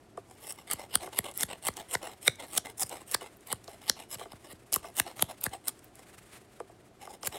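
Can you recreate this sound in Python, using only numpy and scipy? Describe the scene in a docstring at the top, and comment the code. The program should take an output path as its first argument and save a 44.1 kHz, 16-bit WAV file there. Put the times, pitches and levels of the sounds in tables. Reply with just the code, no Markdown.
"""A long knife shaves bark off a hand-held log in a still, snowy wood; faint air runs throughout.
First a tap on the log and light rubs. Then pushes rasp louder, and most snap a shaving off in a quick
falling chirp from the log; a few only rasp and fade. The blade slides back with a duller rub.
Splinters tick, sleeves brush, the trees echo faintly. After a pause with cloth and taps, one last
shaving snaps off. Scrapes are grains of noise, taps are decaying modes, snaps are delayed pulses."""
import sys
import numpy as np
from scipy import signal
from scipy.fft import rfft, irfft
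from scipy.io import wavfile
from scipy.ndimage import map_coordinates

SR = 44100
rng = np.random.default_rng(int(sys.argv[2]) if len(sys.argv) > 2 else 0)


def transcribe(signal):
    """Save signal, clipped to [-1, 1], as a 16-bit WAV file at the path in sys.argv[1]."""
    frames = np.atleast_2d(signal).T
    limited = np.clip(frames, -1, 1)
    pcm = np.round(limited * 32767).astype(np.int16)
    wavfile.write(sys.argv[1], SR, pcm)


N = 325458
TIME = np.arange(N) / SR  # [s]
BINS = np.fft.rfftfreq(4096, 1 / SR)  # [Hz]

# colour of the still air: (frequency [Hz], relative density [dB per Hz])
AIR_COLOUR = [(15, -61.5), (25, -15), (123, -1.5), (149, -10), (200, -6), (236, -8.5), (384, -4),
              (503, -13), (734, -9.5), (796, -16), (2690, -28), (7920, -34.5), (12200, -40.5),
              (16000, -68.5)]
# colour of the sleeve cloth: (frequency [Hz], relative density [dB per Hz])
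SLEEVE_COLOUR = [(200, -3.5), (800, -2.5), (1900, -0.5), (3000, -5), (6000, -11), (8500, -4.5),
                 (12000, -11), (15500, -20)]
# sleeves brush as the arms work, lift the log and turn it: (fullest time [s], half length [s], level [dB])
BRUSHES = [(1.9, 1.5, -64), (4.902, 1.56, -64.5), (6.157, .25, -61), (6.35, 0.034, -56), (6.702, 0.38, -70)]
# scattered echo of the wood: (frequency [Hz], energy against the direct sound [dB], t60 [s])
ECHO = [(100, -17.5, .2), (500, -25.5, .2), (2000, -23.5, 0.37), (6000, -19, 0.27), (14000, -27.5, 0.081)]
# splinters at set times, from sharp cracks to faint ticks: (time [s], peak level [dB], pitch [Hz])
SPLINTERS = [(0.5235, -21.5, 10400), (.713, -14, 9950), (.942, -24, 2600), (1.314, -30, 8700),
             (1.3762, -14, 11800), (1.409, -16, 8370), (1.7694, -23, 8730), (2.808, -16, 11000),
             (2.8947, -26, 8490), (3.1143, -20.5, 10500), (3.12, -24.5, 11000), (3.3697, -44, 12400),
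             (3.4088, -43.5, 9030), (3.473, -28.5, 11500), (3.643, -35, 8170), (3.6792, -32, 5080),
             (4.7268, -13, 9820), (4.7337, -12, 7590), (4.7413, -5.5, 11900), (4.761, -10, 10800),
             (4.968, -23, 10100), (4.9805, -18, 11200), (5.195, -24, 2600), (5.4125, -24, 11900),
             (5.44, -10, 11400), (5.6827, -10, 10500), (5.7927, -41, 8280), (5.8446, -39, 13200),
             (5.9556, -34.5, 9510), (7.232, -24.5, 5040)]
# the blade taps the log or bumps over a knot: (time [s], peak level [dB], pitch the blow favours [Hz])
TAPS = [(.174, -28.5, 458), (1.073, -32, 540), (3.215, -34.5, 650), (3.679, -35.5, 670),
        (4.211, -32.5, 704), (4.255, -37.5, 463), (4.724, -34, 651), (4.843, -34, 770), (5.063, -34, 790),
        (5.542, -39, 810), (6.601, -28, 643), (6.695, -42.5, 625), (7.073, -35, 837), (7.2315, -33.5, 1100)]
# modes of the tapped log: (frequency [Hz], relative level [dB], t60 [s])
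LOG_MODES = [(295, -15.5, 0.024), (386.5, -1, 0.048), (481, 1, 0.033), (688, 0.5, 0.052),
             (856, -1.5, 0.029), (1160, 0, 0.028), (1510, -7.5, 0.019), (2100, -19.5, .022),
             (3070, -14, 0.014), (5040, -15.5, 0.011), (8300, -1, 0.0026), (10800, -17, 0.0077)]
# resonances of blade and log under a scrape: (frequency [Hz], width [Hz], lift [dB])
SCRAPE_MODES = [(820, 200, 6), (1137, 96, 8), (2100, 220, 7), (2925, 450, 6), (5200, 650, 11),
                (8900, 700, 1), (11260, 720, 5.5)]
# the blade slides lightly, mostly on its way back: (start [s], length [s], rasp at full force [dB])
RUBS = [(0.266, 0.13, -56), (.415, 0.086, -49.5), (0.571, 0.072, -50), (.775, 0.093, -42.5), (1, .095, -40),
        (1.12, 0.042, -44), (1.233, 0.088, -39), (1.482, 0.075, -38.5), (1.754, 0.094, -41.5),
        (2.009, .1, -39), (2.1, 0.062, -49.5), (2.385, .08, -41), (2.642, 0.08, -41.5), (2.9, 0.09, -39.5),
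        (3.001, .026, -46.5), (3.199, 0.092, -45), (3.678, 0.087, -50), (3.806, 0.04, -52),
        (3.95, 0.11, -46), (4.183, 0.074, -43.5), (4.434, .05, -50), (4.823, 0.089, -46.5),
        (5.049, 0.077, -41.5), (5.279, 0.061, -40.5), (5.513, .058, -39), (5.979, 0.049, -53),
        (7.003, 0.083, -46.5), (7.085, 0.089, -46.5), (7.316, 0.093, -40)]
# colour of a rub: (frequency [Hz], relative density [dB per Hz])
RUB_COLOUR = [(100, -23.5), (380, -5), (800, -4.5), (1150, -15.5), (1500, -17), (2050, -16), (2500, -17.5),
              (3100, -17), (4300, -12), (5200, -20.5), (6200, -28), (8300, -19.5), (11200, -27),
              (15500, -33.5)]
# force along a rub: (start [dB], mid-rise [dB], hardest [dB], mid-fall [dB], end [dB])
RUB_FORCE = [-15, -2.5, -1.5, -5, -17]
# pushes, most ending in a snap; a few only rasp and fade: (break time [s], push length [s],
# wood rasp at full force [dB], fibre hiss at full force [dB], then the break's thump [dB],
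# knock [dB], ring [dB] and crack [dB], ring pitch [Hz], time the fibres take to fail [s])
STROKES = [(0.5282, .125, -42.5, -36.5, -73, -55, -71, -58, 1340, 0.005),
           (.734, 0.062, -32.5, -35, -40.5, -38.5, -57, -27, 1390, 0.0022),
           (.955, .06, -36, -40, -38, -32.5, -24, -17.5, 4260, 0.00096),
           (1.1886, 0.069, -37.5, -38, -36, -32, -27, -20.5, 2920, 0.0008),
           (1.4328, .092, -36.5, -30.5, -37, -39, -28, -23.5, 3600, 0.0017),
           (1.6849, 0.062, -32, -27.5, -36.5, -27.5, -30.5, -31.5, 1840, 0.002),
           (1.9508, .065, -34.5, -29, -39, -26.5, -26, -42, 2020, 0.0025),
           (2.2789, 0.065, -37.5, -31, -34, -25, -14.5, -21.5, 2300, 0.0011),
           (2.578, 0.097, -37.5, -33.5, -43, -33, -25.5, -19.5, 3320, 0.0024),
           (2.8322, 0.056, -34, -26, -43, -40.5, -38, -26.5, 4900, 0.0027),
           (3.1459, 0.078, -43.5, -38.5, -43.5, -29, -22, -24.5, 1740, 0.0025),
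           (3.5275, .064, -36, -39.5, -39.5, -32.5, -47, -25.5, 1140, 0.00077),
           (3.8974, 0.078, -39, -41.5, -39.5, -36.5, -18.5, -23, 3270, 0.00069),
           (4.1533, 0.063, -39.5, -33.5, -44.3, -53, -44, -53, 1174, 0.0039),
           (4.3313, .06, -46, -52, -43.5, -46.5, -67, -57, 1110, 0.0022),
           (4.5274, 0.061, -46, -49, -46, -56, -76.5, -48, 3180, 0.0025),
           (4.762, .04, -35, -31.5, -38.5, -30, -37.5, -45.5, 1104, .0025),
           (4.9992, 0.047, -32.5, -29, -37.5, -29.5, -22.5, -20.5, 2640, 0.0013),
           (5.224, 0.063, -39, -36.5, -31.5, -27.5, -26, -18, 3420, 0.001),
           (5.4644, .058, -36, -36, -34, -33.5, -30.5, -36, 1690, 0.00084),
           (5.694, .054, -39, -34.5, -68, -65, -58, -48, 3000, 0.0015),
           (7.273, 0.058, -36.5, -33.5, -42, -37, -34, -26, 1760, 0.0031)]
# colour of a push: (frequency [Hz], relative density [dB per Hz])
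PUSH_COLOUR = [(100, -17.5), (380, -2), (800, -2), (1150, -6), (1500, -10), (2050, -6), (2500, -8.5),
               (3100, -4.5), (4300, -4), (5200, -3.5), (6200, -9.5), (8300, 2), (11200, -5), (15500, -11.5)]
# force along a push: (start [dB], mid-rise [dB], hardest [dB], mid-fall [dB], end [dB])
PUSH_FORCE = [-21, -13.5, 0, -28.5, -25]
# how log and blade colour a break: (frequency [Hz], relative level [dB])
BREAK_COLOUR = [(80, 0), (150, 0), (240, -2), (330, -2.5), (500, 4), (800, 0), (1400, -0.5), (2000, 2),
                (2550, -9), (3700, -0.5), (5200, -2), (6300, -6.5), (8500, 3.5), (11000, 5.5), (13000, -1)]

AIR_DB = -58.5
CRUMB_FIRST_S, CRUMB_LAST_S, CRUMBS_PER_S = .6, 6.1, 3
CRUMB_DB, CRUMB_SPREAD_DB, CRUMB_HZ = -41.5, 6, 9000
RUB_PEAK_SHARE = 0.38  # a rub is hardest this far along
FIRM_RASP_DB, FIRM_HISS_DB, HISS_SLOPE = -40, -46, 0.83  # a rub's hiss follows its rasp [dB per dB]
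EASE_RATIO = 4.0  # the push peaks this many failing times before the break
FOLLOW_THROUGH_S = .034  # the blade runs on after the break
EDGE_HZ = 16000


def gain_of(db):
    """Decibels to a linear gain."""
    return 10 ** (np.asarray(db) / 20)


def evened(x):
    """The signal scaled to an RMS of one."""
    return x / np.sqrt(np.mean(x ** 2) + 1e-20)


def read(points, hz):
    """A spectrum joined by straight lines on a log-frequency axis."""
    f, value = np.transpose(points)
    return np.interp(np.log(hz + 1), np.log(f + 1), value)


def add(mix, s, sound):
    """Mix a sound in at s seconds, cut off where the mix ends."""
    part = mix[max(round(s * SR), 0):][:len(sound)]
    part += sound[:len(part)]


def causal(gain):
    """The spectrum of the promptest pulse that has this gain (minimum phase)."""
    log_gain = np.log(np.maximum(gain, 1e-5 * gain.max()))
    circle = np.r_[log_gain, log_gain[-2:0:-1]]
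    phase = -signal.hilbert(circle).imag[:len(gain)]
    return gain * np.exp(1j * phase)


def coloured(x, gain):
    """The signal filtered by a gain curve over BINS."""
    return signal.oaconvolve(x, irfft(causal(gain)))[:len(x)]


def wobble(axis, per_unit):
    """A smooth random curve of RMS one along an axis, with so many bends per unit."""
    at = (axis - axis[0]) * per_unit
    return evened(map_coordinates(rng.standard_normal(512), [at], order=3, mode="wrap"))


def ripple(depth_db, per_octave=4):
    """The resonances of log and shaving differ with each place that the blade touches."""
    return gain_of(depth_db * wobble(np.log2(BINS + 300), per_octave))


def still_air():
    """Faint steady air: noise with a fixed colour."""
    air = coloured(rng.standard_normal(N), gain_of(read(AIR_COLOUR, BINS)))
    return gain_of(AIR_DB) * evened(air)


def sleeves():
    """Cloth brushes as the arms move: fluttering noise that swells with each motion."""
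    cloth = rng.standard_normal(N) * gain_of(3.67 * wobble(TIME, 60))
    cloth = evened(coloured(cloth, gain_of(read(SLEEVE_COLOUR, BINS))))
    motion = sum(gain_of(db) ** 2 / (1 + ((TIME - s) / half_s) ** 8) for s, half_s, db in BRUSHES)
    return cloth * np.sqrt(motion)


def woodland(x, bounce_db=-25, bounce_top_hz=6000, bounce_s=.0178):
    """One near reflection, dulled by rough bark, and a thin scatter from the trunks."""
    echo = np.array(ECHO)
    hz, t, z = signal.stft(rng.standard_normal(SR // 2), SR, nperseg=256)
    level_db = read(echo[:, :2], hz)[:, None]
    t60 = read(echo[:, [0, 2]], hz)[:, None]
    unit_energy = np.sqrt(np.log(1e6) / (t60 * SR))  # long and short decays carry equal energy
    z = z * gain_of(level_db - 60 * t / t60) * unit_energy
    tail = signal.istft(z, SR, nperseg=256)[1]
    bounce = irfft(causal(1 / np.hypot(1, BINS / bounce_top_hz)))
    add(tail, bounce_s, gain_of(bounce_db) * bounce)
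    return signal.oaconvolve(x, tail)[:N]


def crumbs():
    """Faint splinters and crumbs of bark at random, as rows (time [s], peak level [dB], pitch [Hz])."""
    span_s = CRUMB_LAST_S - CRUMB_FIRST_S
    rows = []
    for when, size, pitch in rng.uniform(-1, 1, (round(CRUMBS_PER_S * span_s), 3)):
        s = CRUMB_FIRST_S + span_s * abs(when)
        rows.append((s, CRUMB_DB + CRUMB_SPREAD_DB * size, CRUMB_HZ * 2 ** (pitch / 2)))
    return rows


def splinter(row, width_hz=5500, body_share=0.03, strain_s=0.0039, drag_s=0.0051, skirt=0.14):
    """A stiff fibre strains, cracks round its own pitch and drags its neighbours after it."""
    s, peak_db, hz = row
    t = np.arange(-256, 768) / SR
    crack = (t >= 0) * np.exp(-abs(t) / 0.00033)
    neighbours = skirt * np.exp(-np.maximum(-t / strain_s, t / drag_s))
    burst = rng.standard_normal(len(t)) * (crack + neighbours)
    tick = coloured(burst, 1 / (1 + (2 * (BINS - hz) / width_hz) ** 2) + body_share)
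    return s + t[0], gain_of(peak_db) * tick / abs(tick).max()


def tap(row, lag_s=0.001954, rattle=0.3, focus_db=4, lowest_hz=250):
    """A light blow rings the log, the low modes a little later; the blade rattles briefly."""
    s, peak_db, blow_hz = row
    t = np.arange(4096) / SR
    ring = 0
    for hz, db, t60 in LOG_MODES:
        age = np.maximum(t - lag_s * 1000 / hz, 0)  # lag_s holds at 1 kHz
        favour_db = focus_db * np.exp(-2 * np.log2(hz / blow_hz) ** 2)
        ring = ring + gain_of(db + favour_db - 60 * age / t60) * np.sin(2 * np.pi * hz * age)
    blow = rattle * rng.standard_normal(len(t)) * np.exp(-t / 0.0032)
    blow[0] = 4  # the first contact
    ring = signal.fftconvolve(ring, blow)[:len(t)]
    ring = signal.sosfilt(signal.butter(2, lowest_hz, "high", fs=SR, output="sos"), ring)
    return s, gain_of(peak_db) * ring / abs(ring).max()


def stroke(row, colour, shape, grains_per_s, grain_db, chatter_hz, chatter_db, ripple_db, split_hz=5000):
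    """Fibres break one by one under a chattering edge and sound through the log."""
    start, hardest, end, rasp_db, hiss_db = row
    t = np.arange(start - .008, end + .02, 1 / SR)
    phases = [t[0], start, (start + hardest) / 2, hardest, (hardest + end) / 2, end, t[-1]]
    force = gain_of(np.interp(t, phases, [-45, *shape, -45]))

    sign, size = rng.standard_normal(len(t)), rng.exponential(1, len(t))
    breaks = rng.random(len(t)) < grains_per_s / SR
    fibres = sign * gain_of(grain_db * np.minimum(size, 4)) * breaks
    chatter = gain_of(chatter_db * wobble(t, 2 * chatter_hz))
    fibres = force * fibres * chatter

    lift_db = sum(db / (1 + (2 * (BINS - hz) / width) ** 2) for hz, width, db in SCRAPE_MODES)
    body = gain_of(read(colour, BINS) + lift_db)
    # as the edge travels it passes from one place on the log to the next, each with its own resonances
    place = (t - start) / .04
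    sound = 0
    for k in range(5):
        contact = np.sqrt(np.maximum(1 - abs(place - k), 0))
        sound = sound + coloured(fibres * contact, body * ripple(ripple_db, per_octave=7))

    # wood rasp below the split, fibre hiss above it
    low = 1 / (1 + (BINS / split_hz) ** 8)
    rasp, hiss = evened(coloured(sound, low)), evened(coloured(sound, 1 - low))
    mean_force = np.sqrt(np.mean(force ** 2))
    return t[0], (gain_of(rasp_db) * rasp + gain_of(hiss_db) * hiss) * mean_force


def rubs():
    """The unloaded blade swells and fades over the wood with a duller sound."""
    out = np.zeros(N)
    for s, length_s, rasp_db in RUBS:
        hiss_db = FIRM_HISS_DB + HISS_SLOPE * (rasp_db - FIRM_RASP_DB)
        rub = s, s + RUB_PEAK_SHARE * length_s, s + length_s, rasp_db, hiss_db
        add(out, *stroke(rub, RUB_COLOUR, RUB_FORCE, grains_per_s=12000, grain_db=2.5,
                         chatter_hz=119.6, chatter_db=4.0, ripple_db=3.5))
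    return out


def fracture(lead_s, fail_s, tear_db=-20, tear_s=0.012, rough=1.47):
    """Spectrum of a break: a growing tear, one clean release, and a crowd of fibres failing round it."""
    t = np.arange(4096) / SR - lead_s
    crowd = np.exp(-abs(t / fail_s) ** 1.2)
    tear = gain_of(tear_db) * np.exp(-np.maximum(-t / tear_s, t / .003))
    fibres = (crowd + tear) * rng.standard_normal(len(t))
    fibres = rfft(fibres) / np.linalg.norm(fibres)
    small = BINS ** 2 / (BINS ** 2 + 900 ** 2)  # single fibres carry no bass
    share = rough * np.sqrt(fail_s / 0.0012)  # a slow break is mostly crowd
    release = np.exp(-2j * np.pi * BINS * lead_s)
    return release + share * small * fibres


def snap(row, lag_s=.0021, lag_power=0.93, ring_q=6, ring_db=6, lead_s=.02):
    """The load lets go at once; slow bass bending waves arrive after the treble, as a chirp."""
    s, *levels_db, ring_hz, fail_s = row
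    source = fracture(lead_s, fail_s)
    ring = 1 + gain_of(ring_db) / np.hypot(1, 2 * ring_q * (BINS / ring_hz - 1))
    body = gain_of(read(BREAK_COLOUR, BINS)) * ring * ripple(2.36)
    edges_hz = [75, 280, 1200, 6000, 12800]  # thump, knock, ring and crack lie between these
    power = 0
    for db, lo, hi in zip(levels_db, edges_hz, edges_hz[1:]):
        band = body ** 2 / (1 + (lo / (BINS + 1)) ** 6) / (1 + (BINS / hi) ** 8)
        power = power + gain_of(db) ** 2 * band / np.mean(band * abs(source) ** 2)
    # each frequency's delay, summed over frequency into phase
    lag = lag_s * (1000 / (BINS + 25)) ** lag_power
    bending = np.exp(-2j * np.pi * np.cumsum(lag) * BINS[1])
    sound = irfft(source * causal(np.sqrt(power)) * bending)
    return s - lead_s, sound * np.sqrt(.005 * SR)  # band levels count as RMS over 5 ms


def shavings():
    """Each push builds up and eases as the fibres begin to fail; most snap, a few only rasp and fade."""
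    out = np.zeros(N)
    for s, push_s, rasp_db, hiss_db, *snap_db, ring_hz, fail_s in STROKES:
        push = s - push_s, s - EASE_RATIO * fail_s, s + FOLLOW_THROUGH_S, rasp_db, hiss_db
        add(out, *stroke(push, PUSH_COLOUR, PUSH_FORCE, grains_per_s=10000, grain_db=0.5,
                         chatter_hz=220.2, chatter_db=4, ripple_db=4))
        # near silent where the push only fades
        add(out, *snap((s, *snap_db, ring_hz, fail_s)))
    return out


def scene():
    """Shaving strokes, rubs, taps and splinters, heard in the open wood."""
    still = still_air() + sleeves()
    knife = shavings() + rubs()
    for row in TAPS:
        add(knife, *tap(row))
    for row in SPLINTERS + crumbs():
        add(knife, *splinter(row))
    return (knife + woodland(knife) + still)[None]


def record(dry):
    """A steep low-pass closes off the top of the treble."""
    low_pass = signal.firwin(255, EDGE_HZ, window=("kaiser", 9), fs=SR)
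    return signal.oaconvolve(dry, low_pass[None], "same")


dry = scene()
out = record(dry)
transcribe(out)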